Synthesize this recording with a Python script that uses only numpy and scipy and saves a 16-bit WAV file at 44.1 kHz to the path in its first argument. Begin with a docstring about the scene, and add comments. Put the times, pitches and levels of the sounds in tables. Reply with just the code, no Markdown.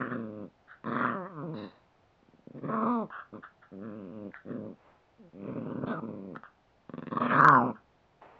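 """A small puppy play-growls on a sofa, close to the microphone, in a quiet, softly furnished room.
It starts with a low growl: its vocal folds flap, and the pulses hum through the throat and, as the lips
part, blare from the mouth. Near 1 s a snarl smooths into a moan, then come a snort and a few grunts.
More growls follow from 2.5 s, with gasps, lip smacks and a rustle between them. Near 7 s a slow rattle
of grunts leads into the loudest snarl. Last, the puppy snatches air and shifts on the cushions."""
import sys
import numpy as np
from scipy import signal
from scipy.io import wavfile
from scipy.ndimage import uniform_filter1d

SR = 44100
rng = np.random.default_rng(int(sys.argv[2]) if len(sys.argv) > 2 else 0)


def int16_out(signal):
    """Quantize to a 16-bit WAV file."""
    q = np.round(np.clip(np.atleast_2d(signal).T, -1, 1) * 32767)
    wavfile.write(sys.argv[1], SR, q.astype(np.int16))


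N = 369999

# hard slaps of the vocal folds at the height of a snarl: (time [s], peak [dB])
FOLD_SLAPS = [(.965, -19), (1.011, -16.5), (1.049, -17), (1.057, -16.5), (7.362, -14), (7.408, -7.7),
              (7.446, -5.7), (7.453, -6.5), (7.459, -7.5), (7.484, -4.8), (7.499, -8), (7.551, -10)]
# tone of the narrow throat: (frequency [Hz], level [dB])
NARROW_THROAT = [(40, -47), (75, -24.5), (102, -10), (145, -1), (180, -1.5), (230, 4), (300, -2.5),
                 (400, -6.3), (520, -5.3), (620, -13), (740, -26.5), (1100, -46), (2500, -78.5)]


def gain_of(db):
    """Turns decibels into a factor to multiply by."""
    return 10 ** (np.asarray(db) / 20)


def evened(x):
    """Scales the average strength (rms) to 1."""
    return x / np.sqrt(np.mean(x ** 2) + 1e-20)


def peaked(x):
    """Scales the highest peak to 1."""
    return x / (abs(x).max() + 1e-20)


def steadied(x, size=2600):
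    """Holds the running strength near 1, leaving single pulses uneven."""
    window = np.hanning(size)
    weight = signal.fftconvolve(np.ones(len(x)), window, "same")
    power = signal.fftconvolve(x ** 2, window, "same") / weight
    return x / np.sqrt(abs(power) + 1e-4 * np.mean(x ** 2))


def wobble(count, size, mode="reflect"):
    """A random curve, smoothed over size samples."""
    return evened(uniform_filter1d(rng.standard_normal(count), size=size, mode=mode))


def read(points, hz):
    """Looks up a table at the frequencies hz, on a log scale."""
    f, value = np.transpose(points)
    return np.interp(np.log(hz + 1), np.log(f), value)


def follow(rows, t):
    """Looks up every column of a table at the times t."""
    s, *columns = np.transpose(rows)
    return [np.interp(t, s, c) for c in columns]


def add(mix, s, sound):
    """Mixes a sound in at s seconds."""
    part = mix[max(round(s * SR), 0):][:len(sound)]
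    part += sound[:len(part)]


def swell(rise, hold, db, fade_db_per_s):
    """Loudness of a puff or a rub: it rises, holds and dies away by 40 dB."""
    t = np.arange(0, rise + hold + 40 / fade_db_per_s, 1 / SR)
    return np.minimum(t / rise, 1) * gain_of(db - fade_db_per_s * np.maximum(t - rise - hold, 0))


def colour(x, tone, size=4096):
    """Filters a sound to the given tone; each pulse rings after it strikes."""
    log_gain = np.log(gain_of(read(tone, abs(np.fft.fftfreq(size, 1 / SR)))))
    ring = np.fft.ifft(np.exp(np.conj(signal.hilbert(log_gain)))).real
    return signal.fftconvolve(x, ring[:size // 2])[:len(x)]


def cavity(x, hz, modes, order=3):
    """A hollow space rings at a few frequencies (its modes), which move together with hz."""
    out, turns = np.zeros(len(x)), np.cumsum(hz * np.ones(len(x))) / SR
    for k, (multiple, width, db) in enumerate(modes):
        turn = np.exp(2j * np.pi * multiple * turns)
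        decay = np.exp(-np.pi * width / SR)
        ring = signal.lfilter([(1 - decay) ** order], np.poly([decay] * order), x / turn)
        out += (-1) ** k * gain_of(db) * (turn * ring).real
    return out


def grainy_hiss(events, tone, grain_db, fade_db_per_s):
    """Short bursts of hiss whose level flickers."""
    out = np.zeros(N)
    for s, rise, hold, db in events:
        level = swell(rise, hold, db, fade_db_per_s)
        hiss = rng.standard_normal(len(level)) * gain_of(grain_db * wobble(len(level), 150))
        add(out, s, level * evened(colour(hiss, tone)))
    return out


def still_air():
    """The faint, steady hush of the room."""
    # tone of the hush: (frequency [Hz], level [dB])
    hush = [(25, -9.5), (130, -5), (220, -9.5), (480, -11), (780, -7.5), (1000, -13.5), (1700, -19),
            (3000, -24.5), (4200, -29.5), (6000, -36), (8000, -43.5)]
    return gain_of(-66.5) * evened(colour(rng.standard_normal(N), hush))


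def room_echo(x, size=22050):
    """Sound bounces off walls and furniture; the highest tones die first."""
    # how long the room rings: (frequency [Hz], time to fade by 60 dB [s])
    ring_times = [(100, 0.25), (500, 0.18), (1500, 0.23), (6000, 0.067)]
    bounces = rng.standard_normal(size) * (rng.random(size) < 2500 / SR) * (np.arange(size) / SR > .005)
    hz, t, bands = signal.stft(bounces, SR, nperseg=256)
    fade = gain_of(-60 * t / read(ring_times, hz)[:, None])
    tail = signal.istft(bands * fade, SR, nperseg=256)[1]
    return signal.fftconvolve(x, tail / np.linalg.norm(tail))[:N]


def cushions():
    """Cloth catches and slips under the puppy."""
    # rustles: (time [s], rise [s], hold [s], level [dB])
    rustles = [(1.68, .03, .03, -63), (4.74, .09, .08, -63), (8.212, .008, .008, -51), (8.28, .04, .1, -61)]
    # tone of the cloth: (frequency [Hz], level [dB])
    cloth = [(60, -29), (150, -3.5), (330, 9), (900, 12.5), (1500, 3), (2600, -4), (4000, -22.5),
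             (7000, -35)]
    return grainy_hiss(rustles, cloth, grain_db=1, fade_db_per_s=90)


def snort():
    """Air sputters through the nostrils."""
    # one puff: (time [s], rise [s], hold [s], level before the boost [dB])
    puff = (1.535, .03, .07, -57)
    # tone of the nostrils: (frequency [Hz], level [dB])
    nostrils = [(600, -4), (1000, 10), (1450, -3.5), (1900, 4), (2300, -20), (2750, -0.5), (3200, -23),
                (3900, 7), (4400, -12.5), (4800, -12), (5400, -27), (7000, -47)]
    return gain_of(6) * grainy_hiss([puff], nostrils, grain_db=2, fade_db_per_s=150)


def gasps(flutter_db=1.5, boost_db=.5):
    """Air is drawn in through the narrow muzzle and flutters over wet tissue."""
    # quick breaths: (time [s], rise [s], hold [s], level before the boost [dB], ring [Hz])
    breaths = [(.67, .05, .005, -49, 1500), (3.103, .03, .07, -42.5, 1325),
               (3.424, .014, .008, -44.5, 1410), (3.615, .018, .002, -54, 1430),
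               (4.33, .03, .003, -46.5, 1545), (6.434, .016, .006, -50, 1330),
               (7.745, .013, .003, -53, 1290)]
    # modes of the nose: (multiple of the ring frequency, width [Hz], level [dB])
    nose = [(.5, 500, -13.5), (.86, 407, -2.5), (1.0, 412, 1.5), (1.17, 408, -1.5), (2.05, 680, -24.5),
            (2.45, 700, -25)]
    out = np.zeros(N)
    for s, rise, hold, db, hz in breaths:
        level = swell(rise, hold, db + boost_db, fade_db_per_s=370)
        air = rng.standard_normal(len(level)) * gain_of(flutter_db * wobble(len(level), 200))
        add(out, s, level * steadied(cavity(air, hz, nose)))
    return out


def smacks(fade_s=.0048):
    """Lips part with a tick, a short wet fizz and a faint, bright snap of the teeth."""
    # smacks: (time [s], peak [dB], ring [Hz], fizz against the tick [factor], snap [dB])
    partings = [(1.5395, -37, 974, .6, -28), (2.583, -52, 1700, .2, -16), (3.102, -36, 1130, .4, -28),
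                (3.4379, -40, 1340, .3, -28), (3.628, -49, 1450, .15, -26), (3.725, -58, 1250, .6, -28),
                (4.317, -49, 1700, .1, -35), (4.3425, -29.5, 1680, .02, -36), (6.3525, -36, 1250, .08, -23),
                (6.362, -28, 1350, .06, -21), (6.37, -42, 1500, .08, -22), (6.4345, -33, 1250, .02, -25)]
    # modes of the lips and of the snap: (multiple of the ring frequency, width [Hz], level [dB])
    lips = [(0.598, 870, -9), (1.0, 620, 0), (1.25, 900, -7)]
    snap = [(1.9, 2600, 0)]
    out, t = np.zeros(N), np.arange(2048) / SR
    for s, db, hz, wet, snap_db in partings:
        tick = signal.unit_impulse(len(t)) + wet * np.exp(-t / fade_s) * rng.standard_normal(len(t))
        smack = cavity(tick, hz, lips) + gain_of(snap_db) * cavity(tick, hz, snap)
        add(out, s, gain_of(db) * peaked(smack))
    return out


def puffs(pulses, fade_s, leak):
    """Air hisses through the vocal folds after each flap, and leaks a little between."""
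    gate = evened(signal.lfilter([1], [1, -np.exp(-1 / (fade_s * SR))], pulses))
    return evened((gate + leak) * rng.standard_normal(len(pulses)))


def grunts(gap_s=.012, air=.7):
    """The vocal folds flap once or twice and stall."""
    # grunts: (time [s], peak [dB], mouth against throat [dB], strength of a second flap [0-1])
    events = [(.843, -30.5, 1.5, 0), (2.228, -52, -28, 0), (2.287, -49.5, -37, 0.2), (2.336, -48, -35, .7),
              (2.392, -48.5, -27.5, 0.1), (2.473, -34, -40, 0), (2.507, -36.5, -27.5, 0),
              (6.366, -33, -14, 0.15), (6.895, -31, -6.5, 0), (6.937, -27, -7.5, 0.46),
              (6.98, -27.5, -7.5, 0.75), (7.025, -29, -5, 0.57), (7.069, -29, -4, 1)]
    # tone of the half-open muzzle: (frequency [Hz], level [dB])
    half_open = [(300, -26), (600, -9), (820, -18), (1100, 1), (1400, -9), (1750, -10), (2150, -26),
                 (2600, -20), (3050, -29), (3550, -24), (4200, -38), (5000, -52), (7000, -64)]
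    out, flap = np.zeros(N), signal.unit_impulse(2048)
    throat = peaked(colour(flap, NARROW_THROAT))
    for s, db, mouth_db, second in events:
        mouth = peaked(colour(evened(flap) + air * puffs(flap, fade_s=.004, leak=.01), half_open))
        grunt = gain_of(db) * peaked(throat + gain_of(mouth_db) * mouth)
        add(out, s, grunt)
        add(out, s + gap_s, second * grunt)
    return out


def slaps():
    """The vocal folds slam shut and make the wide-open mouth ring."""
    # tone of the wide-open mouth: (frequency [Hz], level [dB])
    wide_open = [(300, -38), (600, -19), (780, -26), (980, -2), (1250, 0), (1600, -4), (2000, -30),
                 (2600, -48), (6000, -65)]
    out, ring = np.zeros(N), peaked(colour(signal.unit_impulse(1024), wide_open))
    for s, db in FOLD_SLAPS:
        add(out, s, gain_of(db) * ring)
    return out


def pitch_and_roughness(t, easy_hz, easy_rough, effort_db, mouth_db, smooth_at):
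    """Effort and a wide mouth make the voice higher and rougher; moans follow their own path."""
    # one list for each moan, rattle or yell: (time [s], pitch [Hz], roughness [0-1])
    moans = [
        [(1.145, 205, .25), (1.165, 200, .04), (1.24, 170, .03), (1.29, 206, .06), (1.345, 162, .03),
         (1.425, 132, .05), (1.437, 182, .2), (1.49, 153, .1), (1.52, 165, .15), (1.545, 155, .15)],
        [(2.54, 135, .55), (2.68, 138, .55), (2.7, 215, .5), (2.765, 226, .24), (2.81, 219, .24),
         (2.845, 220, .6), (2.868, 246, .3), (2.915, 245, .11), (2.95, 236, .03), (3.02, 212, .05),
         (3.07, 135, .1)],
        [(5.19, 255, .1), (5.24, 177, .1), (5.3, 160, .05)],
        [(5.865, 222, .6), (5.93, 230, .45), (5.945, 176, .32), (6.0, 156, .28), (6.02, 114, .42),
         (6.12, 106, .42), (6.2, 99, .2), (6.29, 93, .17), (6.36, 68, .35)],
        [(7.1, 108, .5), (7.195, 112, .6), (7.21, 240, .5), (7.32, 242, .6), (7.34, 140, .65), (7.46, 152, .36),
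         (7.53, 140, .2), (7.59, 124, .22), (7.64, 130, .45), (7.735, 105, .4)],
    ]
    push_db, wide_db = effort_db + 40, mouth_db + 50  # both 0 in an easy growl, lips just apart
    waver = 1 + .036 * wobble(len(t), 3000, mode="wrap")
    droop = 1 - .18 * np.exp((t - t[-1]) / .06)  # the breath runs out
    hz = easy_hz * 2 ** (.022 * push_db + .006 * wide_db) * waver * droop
    smoothed = (1 + np.tanh((t - smooth_at) / .065)) / 2
    rough = (easy_rough + .02 * push_db + .009 * wide_db) * (1 - .35 * smoothed)
    rough = np.clip(rough, .1, .85)
    for moan in moans:
        moaning = (t >= moan[0][0]) & (t <= moan[-1][0])
        hz, rough = np.where(moaning, follow(moan, t), (hz, rough))
    return uniform_filter1d([hz, np.clip(rough, 0, 1)], size=400)  # the folds take a moment to change


def flaps(hz, rough, jitter=.21, shimmer_db=4, drift=.14, limp=.75, limp_hz=190):
    """One pulse each time the vocal folds close: the rougher, the more uneven in timing and force."""
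    turns = np.cumsum(hz * (1 + drift * rough * wobble(len(hz), 700))) / SR
    at = np.flatnonzero(np.diff(np.floor(turns + .8)) > 0)
    late, force = np.clip(rng.standard_normal((len(at), 2)), -2, 1.5).T
    # tight, strained folds limp: strong and weak flaps take turns
    alternate = limp * (hz[at] > limp_hz) * (-1.) ** np.arange(len(at))
    delay = (late + alternate) * jitter * rough[at] ** 2 * SR / hz[at]
    closes_at = np.clip(at + delay, 0, len(hz) - 1).astype(int)
    pulses = np.zeros(len(hz))
    pulses[closes_at] = gain_of(shimmer_db * rough[at] * (force + alternate / 2))
    return pulses


def rasp(pulses, cheek_hz, cheek_db, teeth_hz, teeth_db):
    """Pulses and rushing air buzz at the cheeks and teeth."""
    # modes of cheeks and teeth: (multiple of the ring frequency, width [Hz], level [dB])
    cheek_modes = [(.88, 1000, -4), (1.01, 680, 0)]
    teeth_modes = [(1.0, 760, 0), (1.25, 700, -18)]
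    # tone of the rushing air: (frequency [Hz], level [dB])
    rush_tone = [(500, -20), (1500, 0), (2100, 0), (2800, -6), (3500, -12), (4300, -20), (5200, -32),
                 (7000, -42)]
    buzz = evened(pulses) + 1.5 * puffs(pulses, fade_s=.003, leak=.15)
    cheeks = gain_of(cheek_db) * steadied(cavity(buzz, cheek_hz, cheek_modes))
    teeth = gain_of(teeth_db) * steadied(cavity(buzz, teeth_hz, teeth_modes))
    rush = evened(colour(puffs(pulses, fade_s=.003, leak=.2), rush_tone))
    return cheeks + teeth + gain_of(-4 + (cheek_db + teeth_db) / 4) * rush


def muzzle_ring(blare, t):
    """The voice rings one clear note in the taut muzzle; it slides down as the jaw closes."""
    # one list for each note: (time [s], ring [Hz], level [dB])
    notes = [
        [(2.7, 1080, -48), (2.77, 1100, -38), (2.86, 1090, -41), (2.9, 1080, -46)],
        [(5.88, 1600, -50), (5.915, 1540, -42), (5.945, 1410, -37.5), (5.965, 1330, -44), (5.99, 1230, -39.5),
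         (6.005, 1200, -50)],
        [(7.11, 1100, -48), (7.168, 1100, -42), (7.176, 1140, -27), (7.195, 1120, -38), (7.22, 1150, -32),
         (7.28, 1220, -39), (7.41, 1160, -27), (7.48, 1090, -23), (7.535, 1120, -22), (7.57, 1000, -28),
         (7.615, 840, -35), (7.67, 740, -44)],
    ]
    # the one narrow mode: (multiple of the ring frequency, width [Hz], level [dB])
    taut_mode = [(1.0, 110, 0)]
    out = np.zeros(len(t))
    for note in notes:
        held = (t >= note[0][0]) & (t <= note[-1][0])
        if held.any():
            hz, db = follow(note, t)
            level = uniform_filter1d(held * gain_of(db), size=200)
            out += level * steadied(cavity(blare, hz, taut_mode, order=2))
    return out


def mouth_blare(blare, mouth_hz, snarl_hz, snarl_db):
    """The voice rings the mouth; lips drawn back add a higher, snarling ring."""
    # modes of mouth and snarl: (multiple of the ring frequency, width [Hz], level [dB])
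    mouth_modes = [(.92, 400, 3), (1.08, 390, 1)]
    snarl_modes = [(.89, 400, -2), (1.01, 400, 0)]
    mouth = steadied(cavity(blare, mouth_hz, mouth_modes, order=4))
    return mouth + gain_of(snarl_db) * steadied(cavity(blare, snarl_hz, snarl_modes, order=4))


def throat_hum(hum, hz, mouth_db):
    """The voice hums in the throat. A wide mouth or a strained pitch opens it and thins the bass."""
    # tone of the open throat: (frequency [Hz], level [dB])
    open_throat = [(40, -57.5), (85, -33.5), (115, -6.5), (145, 3), (190, -3.5), (245, 7.5), (320, -3),
                   (400, -4.5), (500, -1.5), (665, -3), (810, -17.5), (1100, -24.5), (2500, -69.5)]
    strain = np.maximum(hz - 145, 0) / 50
    opening = np.clip((mouth_db + 47) / 21 + strain, 0, 1)
    return steadied((1 - opening) * colour(hum, NARROW_THROAT) + opening * colour(hum, open_throat))


def growls(throb_hz=22.5, catch_s=.009, slap_s=.004):
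    """The same pulses sound three ways: a hum in the throat, a blare from the mouth and a rasp."""
    # one row a growl: (time it smooths [s], easy pitch [Hz], easy roughness [0-1], full throb [dB])
    voices = [(.19, 109, .28, 3), (1.25, 102, .17, 1.5), (1.44, 113, .2, 3), (2.99, 126, .26, 4),
              (3.39, 118, .45, 4), (3.97, 112, .24, 3), (4.13, 117, .25, 3), (4.62, 113, .56, 2.5),
              (5.27, 106, .1, 0), (5.86, 111, .52, 2.2), (6.0, 108, .27, 1.2), (7.47, 115, .28, 3)]
    # push and mouth opening, one list a growl: (time [s], effort [dB], open-mouth level [dB])
    pushes = [
        [(0.0, -34, -40), (0.018, -35, -36), (0.084, -39, -45), (0.126, -34, -37), (0.168, -35, -49),
         (0.318, -40, -62), (0.436, -39, -58), (0.49, -55, -84)],
        [(0.855, -40, -46), (0.863, -36, -37), (0.877, -34, -40), (1.047, -33, -29), (1.239, -40, -46),
         (1.265, -43, -41), (1.29, -50, -53)],
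        [(1.29, -51, -51), (1.35, -46, -51), (1.388, -40, -42), (1.43, -38, -46), (1.454, -37, -53),
         (1.648, -39, -55), (1.7, -57, -61)],
        [(2.54, -44, -73), (2.598, -41, -59), (2.608, -45, -76), (2.628, -37, -54), (2.736, -32, -35),
         (2.79, -32, -38), (2.906, -28, -29.5), (3.028, -32, -39), (3.07, -51, -66)],
        [(3.325, -46, -68), (3.341, -41, -52), (3.369, -42, -50), (3.405, -52, -72)],
        [(3.715, -51, -75), (3.733, -44, -65), (3.771, -44, -79), (3.843, -40, -53), (3.971, -41, -61),
         (4.12, -45, -65)],
        [(4.115, -45, -64), (4.173, -41, -60), (4.271, -39, -65), (4.31, -51, -74)],
        [(4.45, -49, -78), (4.502, -37, -53), (4.642, -38, -66), (4.65, -37, -57), (4.724, -46, -69),
         (4.75, -61, -72)],
        [(5.18, -64, -87), (5.204, -52, -89), (5.284, -56, -84), (5.3, -67, -85)],
        [(5.33, -55, -89), (5.354, -48, -76), (5.466, -38, -54), (5.57, -34.5, -52), (5.625, -38, -58),
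         (5.71, -36, -49), (5.76, -37, -53), (5.792, -33, -50), (5.804, -35, -56), (5.838, -30.5, -43),
         (5.86, -37, -51)],
        [(5.86, -37, -48), (5.866, -36, -48), (5.912, -30.5, -38), (5.966, -39, -47), (6.0, -37, -41),
         (6.025, -35, -48), (6.22, -43, -63), (6.318, -42, -65), (6.362, -46, -57)],
        [(7.108, -38, -48), (7.132, -34, -42), (7.266, -29, -33), (7.278, -36, -40), (7.324, -29, -28),
         (7.478, -28.5, -20.5), (7.56, -27, -22.5), (7.622, -28, -36), (7.704, -32, -38), (7.735, -49, -59)],
    ]
    # how jaw and lips move the rings, one list a growl: (time [s], mouth [Hz], snarl [Hz],
    # snarl against mouth [dB], cheek [Hz], cheek rasp [dB], teeth [Hz], teeth rasp [dB])
    muzzles = [
        [(.06, 1280, 1760, -4, 2350, 3, 2850, -3), (.14, 1280, 1720, -5, 2600, 1, 3500, -4),
         (.3, 1120, 1450, -6, 2600, -2, 3450, -10)],
        [(.87, 1180, 1760, -9, 2400, -1, 3600, 0), (.97, 1230, 1830, -8, 2350, 3, 3500, 2),
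         (1.06, 1260, 1860, -7, 2500, 3, 3280, -2), (1.12, 1250, 1760, -9, 2550, -2, 2950, -3),
         (1.2, 1120, 1680, -12, 2350, -9, 3000, -18), (1.28, 1170, 1820, -8, 2400, -9, 3200, -20)],
        [(1.3, 1200, 1450, -8, 2400, -9, 3300, -18), (1.4, 1170, 1360, -8, 2400, -12, 3300, -19),
         (1.5, 1080, 1300, -6, 2600, -4, 3500, -14)],
        [(2.66, 1120, 1800, -9, 2400, 1, 3450, -9), (2.77, 1220, 1650, -14, 2350, 0, 3450, -13),
         (2.88, 1110, 1450, -15, 2400, -2, 3700, -11), (2.96, 1130, 1350, -16, 2450, -8, 3700, -8),
         (3.04, 1020, 1220, -12, 2300, -9, 3550, -12)],
        [(3.35, 1130, 1450, -7, 2500, -6, 3500, -10)],
        [(3.86, 1250, 1650, -5, 2500, -3, 3300, -10), (4.0, 1100, 1520, -6, 2750, 4, 3500, -12)],
        [(4.15, 1050, 1480, -8, 2750, 2, 3500, -12)],
        [(4.52, 1230, 1780, -4, 2700, -2, 3450, -8), (4.66, 1050, 1400, -10, 2500, -6, 3450, -12)],
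        [(5.25, 1000, 1400, -10, 2400, -10, 3300, -14)],
        [(5.57, 1080, 1430, -5, 2450, 8, 3200, -8), (5.72, 1030, 1450, -6, 2900, -1, 3400, -14),
         (5.84, 1080, 1480, -3, 2650, -4, 3300, -19)],
        [(5.87, 1130, 1560, -6, 2480, 4, 3350, 8), (5.92, 1170, 1500, -8, 2550, 1, 3550, 3),
         (5.95, 1150, 1390, -6, 2650, -2, 3550, -8), (6.0, 1060, 1250, -5, 2500, -5, 3500, -18),
         (6.1, 1080, 1300, -7, 2400, 0, 3500, -17)],
        [(7.15, 1150, 1750, -9, 2600, 0, 3550, 2), (7.25, 1180, 1720, -9, 2500, 10, 3250, 7),
         (7.315, 1200, 1700, -2, 2380, 16, 3000, 6), (7.36, 1170, 1680, -4, 2350, 8, 3550, 1),
         (7.42, 1220, 1600, -4, 2600, -3, 4000, -7), (7.48, 1170, 1490, -2, 3200, -9, 4700, -16),
         (7.55, 1120, 1430, -2, 3000, -9, 4950, -14), (7.62, 950, 1320, -3, 2600, -2, 5150, -17),
         (7.7, 1000, 1280, -6, 2550, -1, 5200, -26)],
    ]
    # the voice catches as the folds stall for a moment: (time [s], depth [dB])
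    catches = [(.1, 7), (2.608, 16), (5.544, 8), (5.803, 9), (5.856, 6), (6.011, 20), (6.068, 7),
               (7.148, 9), (7.194, 13)]
    out = np.zeros(N)
    for (smooth_at, easy_hz, easy_rough, throb_db), push, muzzle in zip(voices, pushes, muzzles):
        t = np.arange(push[0][0], push[-1][0], 1 / SR)
        effort_db, mouth_db = follow(push, t)
        mouth_hz, snarl_hz, snarl_db, *cheeks_and_teeth = follow(muzzle, t)
        hz, rough = pitch_and_roughness(t, easy_hz, easy_rough, effort_db, mouth_db, smooth_at)
        pulses = flaps(hz, rough)
        air = rough * puffs(pulses, fade_s=.004, leak=.1)  # smooth moans carry almost no hiss
        hum, blare = evened(pulses) + air, evened(pulses) + 2.8 * air
        throat = gain_of(effort_db - .7) * throat_hum(hum, hz, mouth_db)
        mouth = gain_of(mouth_db - 1.4) * mouth_blare(blare, mouth_hz, snarl_hz, snarl_db)
        mouth += muzzle_ring(blare, t)
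        # the mouth dips where a slap takes the place of an ordinary flap
        mouth *= gain_of(-10 * sum(np.exp(-((t - s) / slap_s) ** 2) for s, _ in FOLD_SLAPS))
        rasp_db = -40 + .6 * mouth_db  # grows as the mouth opens
        voice = throat + mouth + gain_of(rasp_db) * rasp(pulses, *cheeks_and_teeth)
        # loose tissue above the folds makes a rough growl throb
        throb = gain_of(-throb_db * rough * np.cos(2 * np.pi * throb_hz * (t - t[0])))
        stall = gain_of(-sum(db * np.exp(-((t - s) / catch_s) ** 2) for s, db in catches))
        soft_ends = np.clip(np.minimum(t - t[0], t[-1] - t) / .004, 0, 1)
        add(out, t[0], soft_ends * throb * stall * voice)
    return out


def scene():
    """The puppy and its cushions, the still air and a faint echo."""
    near = grunts() + slaps() + gasps() + smacks() + snort() + growls() + cushions()
    return (near + still_air() + gain_of(-18) * room_echo(near))[None]


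def record(dry, ceiling=.5, hardness=20, cutoff_hz=8000):
    """The loudest peaks just touch the microphone's limit and crackle; the top treble is cut."""
    squeezed = dry / (1 + abs(dry / ceiling) ** hardness) ** (1 / hardness)
    low_pass = signal.firwin(255, cutoff_hz, window=("kaiser", 9), fs=SR)
    return signal.oaconvolve(squeezed, low_pass[None], "same")


dry = scene()
out = record(dry)
int16_out(out)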